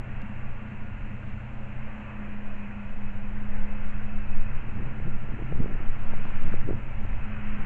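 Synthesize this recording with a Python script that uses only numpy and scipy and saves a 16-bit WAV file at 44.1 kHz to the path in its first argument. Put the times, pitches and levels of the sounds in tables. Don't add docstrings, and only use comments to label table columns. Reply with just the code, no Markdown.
import sys
import numpy as np
from scipy import signal
from scipy.fft import rfft, irfft, next_fast_len
from scipy.io import wavfile
from scipy.ndimage import uniform_filter1d

SR = 44100
rng = np.random.default_rng(int(sys.argv[2]) if len(sys.argv) > 2 else 0)


def waveform_to_disk(signal):
    frames = np.transpose(np.atleast_2d(signal))
    scaled = np.clip(frames, -1, 1) * 32767
    samples = np.round(scaled).astype(np.int16)
    wavfile.write(sys.argv[1], SR, samples)


def convert_level_to_amplitude(level_db):
    exponent = np.asarray(level_db, float) / 20
    return 10 ** exponent


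N = 337365
T = np.arange(N) / SR
SIZE = next_fast_len(N)
HZ = np.maximum(np.arange(SIZE // 2 + 1) * SR / SIZE, 1)

# time in seconds, firing rate in Hz, exhaust brightness in dB.
ENGINE_IDLE = [(0, 30.8, -1), (1.6, 30.62, 0.5), (2, 30.28, 1), (2.4, 29.45, -0.5), (2.9, 29.18, -1),
               (3.4, 29.39, 0), (3.9, 29.58, -1.5), (4.3, 29.9, 0), (4.7, 30.6, -4.5), (5.1, 30.96, -5),
               (5.6, 30.69, -4.5), (6, 30.73, 1), (6.9, 30.62, 1.5), (7.2, 30.26, 1.5), (7.45, 29.76, 5),
               (7.65, 29.45, -1.5)]
# multiple of the firing rate, resonance in Hz, its width
# in Hz, level on the resonance in dB, share of the brightness (below 0 works against it).
STRONG_TONES = [(3, 93, 3.3, -46.5, 0.25), (4, 122.5, 6.5, -43, -0.2), (7, 206, 6.34, -40.5, 0.92)]
# multiple of the firing rate, level in dB.
WEAK_TONES = [(1, -46.5), (2, -52.5), (5, -64.5), (6, -67.5), (8, -60)]
# pitch in Hz, width in Hz, level in dB.
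PIPE_RINGS = [(93, 16, -53), (125.6, 20, -53), (205.1, 27.5, -47.5), (240, 24, -61)]

# time in seconds, peak in dB, length in seconds,
# level in dB of the quicker heave riding on it.
ROCKING_GUSTS = [(0.048, -42, 0.054, -32.5), (0.23, -34, 0.062, -38.5), (0.48, -26.5, 0.069, -47.5),
                 (0.832, -29.5, 0.043, -45), (1.06, -43, 0.077, -35.5), (1.302, -31, 0.032, -48),
                 (1.618, -33, 0.058, -49), (1.838, -29, 0.066, -50), (2.305, -32, 0.071, -43.5),
                 (2.513, -25, .08, -38.5), (3.002, -24.5, .1, -40.5), (3.298, -27, 0.14, -33),
                 (3.597, -18, 0.1, -26), (3.878, -19.5, 0.068, -27.5), (4.107, -21, .09, -28.5),
                 (4.375, -13.5, 0.073, -24.5), (4.542, -22.5, 0.025, -24.5), (4.8, -24.5, 0.14, -35.5),
                 (5.138, -19, 0.074, -36.5), (5.3, -27, 0.041, -42), (5.605, -16, .07, -27),
                 (5.871, -17.5, 0.047, -24), (6.134, -15, 0.12, -28), (6.437, -15, 0.074, -36),
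                 (6.598, -17, 0.1, -35.5), (6.99, -27, 0.1, -30), (7.203, -25.5, 0.073, -29.5),
                 (7.553, -21, 0.11, -34)]
CALM_DB, CALM_HEAVE_DB = -43.5, -55.5
HEAVE_STRETCH = 1.6
# frequency in Hz, level in dB per Hz.
HEAVE_COLOUR = [(10, -7.5), (14, 8.5), (20, -2), (28, -7.5), (36, -23)]
# time in seconds, rumble level in dB.
WIND_STRENGTH = [(0, -43.5), (.45, -48), (.72, -57), (.95, -38.5), (1.15, -42.5), (1.5, -43.5),
                 (2.5, -48.5), (2.85, -45), (3.1, -42.5), (3.5, -40.5), (4.6, -38), (5.05, -44), (5.3, -39),
                 (5.9, -44), (6.5, -41), (7.05, -37.5), (7.3, -35), (7.65, -42.5)]
# frequency in Hz, level in dB per Hz.
RUMBLE_COLOUR = [(24, -11.5), (35, 0.5), (50, -4.5), (70, -9), (110, -8), (140, -20), (170, -33.5),
                 (260, -39)]
# time in seconds, flutter in dB, length in seconds.
WIND_FLURRIES = [(.05, -61.5, .2), (1, -60.5, 0.16), (2, -64.5, 0.24), (3.5, -64.5, 0.26), (4.82, -46, 0.1),
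                 (5.06, -47, 0.068), (5.38, -48.5, .12), (5.61, -41, .08), (5.78, -53, .08),
                 (6.1, -52.5, 0.18), (6.52, -49, .1), (6.71, -40, 0.038), (7.05, -50.5, .15),
                 (7.6, -49, .2)]
STILL_DB = -65
SHOVE_DB, SHOVE_SLOPE = 11, 2.2
# frequency in Hz, level in dB per Hz.
FLUTTER_COLOUR = [(70, -12), (130, 3), (200, -4.5), (300, -8), (450, -19.5), (700, -31.5)]
# time in seconds, peak in dB, pitch of
# the single swing in Hz.
EDDY_POPS = [(4.6976, -41, 360.6), (4.8068, -35, 260.4), (5.0018, -34, 341), (5.0731, -35, 397),
             (5.083, -34.5, 322.6), (5.288, -36, 311), (5.3222, -38.5, 298.5), (5.3915, -35, 333.2),
             (5.3998, -34.5, 431), (5.4139, -38.5, 358), (5.4226, -30, 275), (5.5256, -25.5, 381),
             (5.557, -36, 262.7), (5.5816, -36, 353.3), (5.6073, -26, 243), (5.6159, -34, 238),
             (5.6235, -32.5, 330), (5.6442, -30, 299), (5.6597, -25.5, 340), (5.7197, -40, 330),
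             (5.8044, -32.5, 246.4), (6.1363, -29, 571.3), (6.2541, -30, 739), (6.5414, -26, 396),
             (6.6795, -29.5, 245.8), (6.6906, -22, 283.4), (6.709, -20, 310), (6.7312, -26.5, 324),
             (7.0518, -36.5, 341),
             (5.604, -19, 170), (6.6886, -23, 248), (6.6962, -28.5, 410), (6.7025, -36, 240),
               (6.746, -46.5, 203), (7.591, -38, 300), (4.739, -38.5, 200), (4.759, -39, 220),
               (4.826, -37.5, 258), (4.986, -42.5, 218), (5.34, -31, 193), (5.755, -35.5, 420),
               (6.871, -41.5, 350)]

# time in seconds, roar in dB, treble tilt in dB.
LOT_LEVEL = [
    (0.0, -48, -1),
    (1.21, -49, -3),
    (3.17, -49, -1.5),
    (3.81, -48.5, -2.5),
    (4.11, -48, -2.5),
    (5.5, -47.5, -2),
    (6.37, -45.5, 2),
    (6.75, -47.5, -3),
    (7.65, -46.5, 5),
]
# frequency in Hz, level in dB per Hz.
ROAR_COLOUR = [(220, -29.5), (250, -9.5), (300, 0), (370, -7), (525, -3), (740, -3.5), (1010, -3.5),
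               (1220, -6), (1490, -3.5), (2280, -6), (2600, -7), (2900, -12), (3250, -24), (3600, -49.5)]
# pitch in Hz, width in Hz, level in dB.
STEADY_WHINES = [(558, 68, -64.5), (1396, 61, -67), (2575, 40, -66)]
# time in seconds, peak in dB, pitch in Hz.
GRIT_CRACKS = [(1.232, -38, 1390), (2.711, -36, 1757), (3.548, -41, 1430), (3.785, -39, 1540),
               (3.953, -48, 1300), (5.315, -47, 903), (5.93, -45, 1550), (6.124, -37, 1710),
               (6.253, -36, 1080), (6.306, -36, 1410), (6.36, -38, 1580), (6.524, -35, 1590),
               (6.535, -35, 1290), (6.615, -37, 1730), (7.132, -35, 1904), (7.367, -33, 1350),
               (7.473, -35, 1594)]
# start in seconds, length in seconds,
# pitch in Hz, width in Hz, level in dB.
BELT_AND_TYRE_SQUEALS = [(0, 2.2, 2733, 50, -66), (0.357, 0.36, 1159, 10, -57),
                         (0.344, 0.86, 1433, 19, -61), (1.85, 0.42, 1164, 10, -62),
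                         (1.6, 1.65, 2561, 30, -64), (2.203, .7, 2455, 33, -63),
                         (3.519, .06, 1675, 40, -54), (3.985, 0.048, 1490, 84, -50.5),
                         (4.3, .25, 2530, 25, -59), (3.897, 0.91, 2600, 67, -62),
                         (4.998, 2.8, 1352, 50, -61), (7.102, 0.34, 2522, 14, -57.5)]

# frequency in Hz, level in dB per Hz.
HISS_COLOUR = [(2900, -17.5), (3200, -3), (3530, -7.5), (3900, -11), (4500, -14.5), (4900, -22),
               (5300, -20.5), (5950, -18), (6600, -16), (7300, -14), (7700, -16), (8350, -27),
               (9050, -39.5), (16000, -38)]
HISS_DB = -75
# time in seconds, peak in dB, pitch in Hz.
BODY_TICKS = [
    (.218, -56, 3490),
    (.218, -56, 4490),
    (.218, -60, 5770),
    (.218, -57.5, 7300),
    (3.892, -64.5, 4150),
    (6.254, -66, 4340),
    (6.483, -57, 3900),
    (6.483, -70, 6000),
]
# time in seconds, length in seconds,
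# rise over the hiss in dB.
TYRE_SCUFFS = [
    (1.249, 0.032, 3.5),
    (3.615, 0.048, 2),
    (3.884, 0.036, 3),
    (6.105, .1, 3.5),
    (6.274, .05, 6.5),
    (6.486, 0.067, 7.5),
    (7.097, 0.13, 3),
]

# pitch in Hz, list of the levels of its harmonics in dB.
HORN_TONES = [
    (517, [-59, -61, -60.5, -64.5, -67]),
    (436.6, [-68, -57, -70, -67.5, -71]),
]
HORN_SAG = [4.5, -35]
HORN_START_S, HORN_LENGTH_S, HORN_RISE_S, HORN_TAIL_S = 3.52, 0.3, 0.013, 0.067
HORN_SCOOP, HORN_SCOOP_S = .05, 0.049
HORN_WAVER_DB = 3
HORN_BLUR = .03


def curves(table):
    s, *columns = np.transpose(table)
    return [np.interp(T, s, c) for c in columns]


def unit(x):
    return x / np.sqrt(np.mean(x ** 2))


def walk(rate):
    hold = int(SR / rate)
    steps = np.repeat(rng.standard_normal(N // hold + 1), hold)
    smooth = uniform_filter1d(uniform_filter1d(steps, hold), hold)
    return unit(smooth[:N])


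def colour(points):
    hz, db = np.transpose(points)
    return convert_level_to_amplitude(np.interp(np.log(HZ), np.log(hz), db, -200, -200))


def ring(x, hz, width_hz):
    b, a = signal.iirpeak(hz, hz / width_hz, SR)
    return unit(signal.lfilter(b, a, signal.lfilter(b, a, x)))


def patchy(points, swell_db, flicker_db, rate, tilt_db=0):
    spectrum = rfft(rng.standard_normal(SIZE)) * colour(points)
    octave = np.log2(HZ / points[0][0])
    centres = np.arange(0, np.log2(points[-1][0] / points[0][0]) + .5, .5)
    swell = swell_db * walk(rate / 5)
    out = 0
    for c in centres:
        share = np.cos(np.pi * np.clip(octave - c, -.5, .5)) ** 2
        tilt = tilt_db * (c / centres[-1] - .5)
        gain = convert_level_to_amplitude(swell + flicker_db * walk(rate) + tilt)
        out = out + gain * irfft(spectrum * share, SIZE)[:N]
    return unit(out)


def swings(rows, cycles, point=2):
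    out = np.zeros(N)
    t = np.arange(-1024, 1024) / SR
    for (s, db, hz), chance in zip(rows, rng.random((len(rows), 1))):
        at = int(s * SR) - 1024
        bell = np.exp(-np.abs(2 * t * hz / cycles) ** point)
        out[at:at + 2048] += convert_level_to_amplitude(db) * bell * np.sin(2 * np.pi * (hz * t + chance))
    return out


def bells(rows, floor_db):
    t = T[::64]
    total = convert_level_to_amplitude(floor_db)
    for s, db, length in rows:
        total = total + convert_level_to_amplitude(db) * np.exp(-.5 * ((t - s) / length) ** 2)
    return np.interp(T, t, 20 * np.log10(total))


def engine():
    hz, bright_db = curves(ENGINE_IDLE)
    strong = []
    for k, f, w, db, share in STRONG_TONES:
        off_pitch_db = 10 * np.log10(1 + (2 * (round(k) * hz - f) / w) ** 2)
        strong.append((round(k), db + share * bright_db - off_pitch_db))
    turns = np.cumsum(hz) / SR + .012 * walk(7)
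    hum = 0
    for k, db in [*strong, *WEAK_TONES]:
        level = convert_level_to_amplitude(db + 0.87 * walk(15) + 3.5 / k * walk(3.7))
        hum = hum + level * np.sqrt(2) * np.sin(2 * np.pi * (k * turns + rng.random()))
    fired = np.diff(np.floor(np.maximum.accumulate(turns)), prepend=0)
    scatter = fired * rng.standard_normal(N) + .02 * rng.standard_normal(N)
    uneven = convert_level_to_amplitude(-.25 * (strong[-1][1] + 51.0))
    return hum + uneven * sum(convert_level_to_amplitude(db) * ring(scatter, f, w) for f, w, db in PIPE_RINGS)


def wind():
    gust_db = bells([row[:-1] for row in ROCKING_GUSTS], CALM_DB)
    heave_rows = [(s, db, HEAVE_STRETCH * length) for s, _, length, db in ROCKING_GUSTS]
    heave_db = bells(heave_rows, CALM_HEAVE_DB)
    flutter_db = bells(WIND_FLURRIES, STILL_DB)
    shove = convert_level_to_amplitude(-42 + SHOVE_DB + SHOVE_SLOPE * (flutter_db + 40.5))
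    turns = np.cumsum(7.6 * (1 + .18 * walk(6))) / SR
    buffet = convert_level_to_amplitude(gust_db) * np.sqrt(2) * np.sin(2 * np.pi * (turns - turns[-1]) + .1)
    heave = convert_level_to_amplitude(heave_db - 1.0) * patchy(HEAVE_COLOUR, 0.35, 0.92, 6.4)
    strength = convert_level_to_amplitude(curves(WIND_STRENGTH)[0] + 0.5) + convert_level_to_amplitude(-4) * shove
    rumble = strength * patchy(RUMBLE_COLOUR, 0.59, 1.0, 15)
    flutter = convert_level_to_amplitude(flutter_db + 4.5) * patchy(FLUTTER_COLOUR, 3.2, 2.7, 300)
    pops = convert_level_to_amplitude(4.0) * swings(EDDY_POPS, cycles=0.74, point=1.24)
    return buffet + heave + rumble + flutter + pops


def lot():
    roar_db, tilt_db = curves(LOT_LEVEL)
    roar = patchy(ROAR_COLOUR, 0.64, 0.8, 12, tilt_db)
    whines = 0
    for hz, width_hz, db in STEADY_WHINES:
        level = convert_level_to_amplitude(db + 48.5 + 1.6 * walk(1.4))
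        whines = whines + level * ring(rng.standard_normal(N), hz, width_hz)
    grit = convert_level_to_amplitude(-0.5) * swings(GRIT_CRACKS, cycles=3.0)
    return convert_level_to_amplitude(roar_db + 0.48) * (roar + whines) + grit


def squeals():
    out = 0
    for start, length, hz, width_hz, db in BELT_AND_TYRE_SQUEALS:
        to_edge = np.minimum(T - start, start + length - T)
        fade = np.clip(to_edge / min(0.05, 0.49 * length), 0, 1)
        out = out + convert_level_to_amplitude(db) * fade * ring(rng.standard_normal(N), hz, width_hz)
    return out


def hiss():
    scuff_db = sum(db * np.exp(-.5 * ((T - s) / length) ** 2) for s, length, db in TYRE_SCUFFS)
    noise = patchy(HISS_COLOUR, 0.22, 0.73, 25, -1.5 * scuff_db)
    ticks = swings(BODY_TICKS, cycles=4.1)
    return convert_level_to_amplitude(HISS_DB + 0.31 * scuff_db) * noise + ticks


def horn():
    since = np.maximum(T - HORN_START_S, 0)
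    tail = np.exp(-np.maximum(since - HORN_LENGTH_S, 0) / HORN_TAIL_S)
    shape = np.clip(since / HORN_RISE_S, 0, 1) * tail
    climb = np.cumsum(1 - HORN_SCOOP * np.exp(-since / HORN_SCOOP_S)) / SR
    blur = HORN_BLUR * walk(30)
    out = 0
    for (hz, harmonics), sag in zip(HORN_TONES, HORN_SAG):
        sag_db = sag * np.minimum(since, HORN_LENGTH_S)
        for k, db in enumerate(harmonics, start=1):
            level = convert_level_to_amplitude(db + sag_db + HORN_WAVER_DB * walk(12))
            turns = k * (hz * climb + blur) + rng.random()
            out = out + level * np.sqrt(2) * np.sin(2 * np.pi * turns)
    return shape * out


def scene():
    return (engine() + wind() + lot() + squeals() + hiss() + horn())[None]


def band_limit(x):
    return signal.sosfilt(signal.butter(12, 15300, fs=SR, output="sos"), x)


def record(dry):
    return band_limit(dry)


dry = scene()
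out = record(dry)
waveform_to_disk(out)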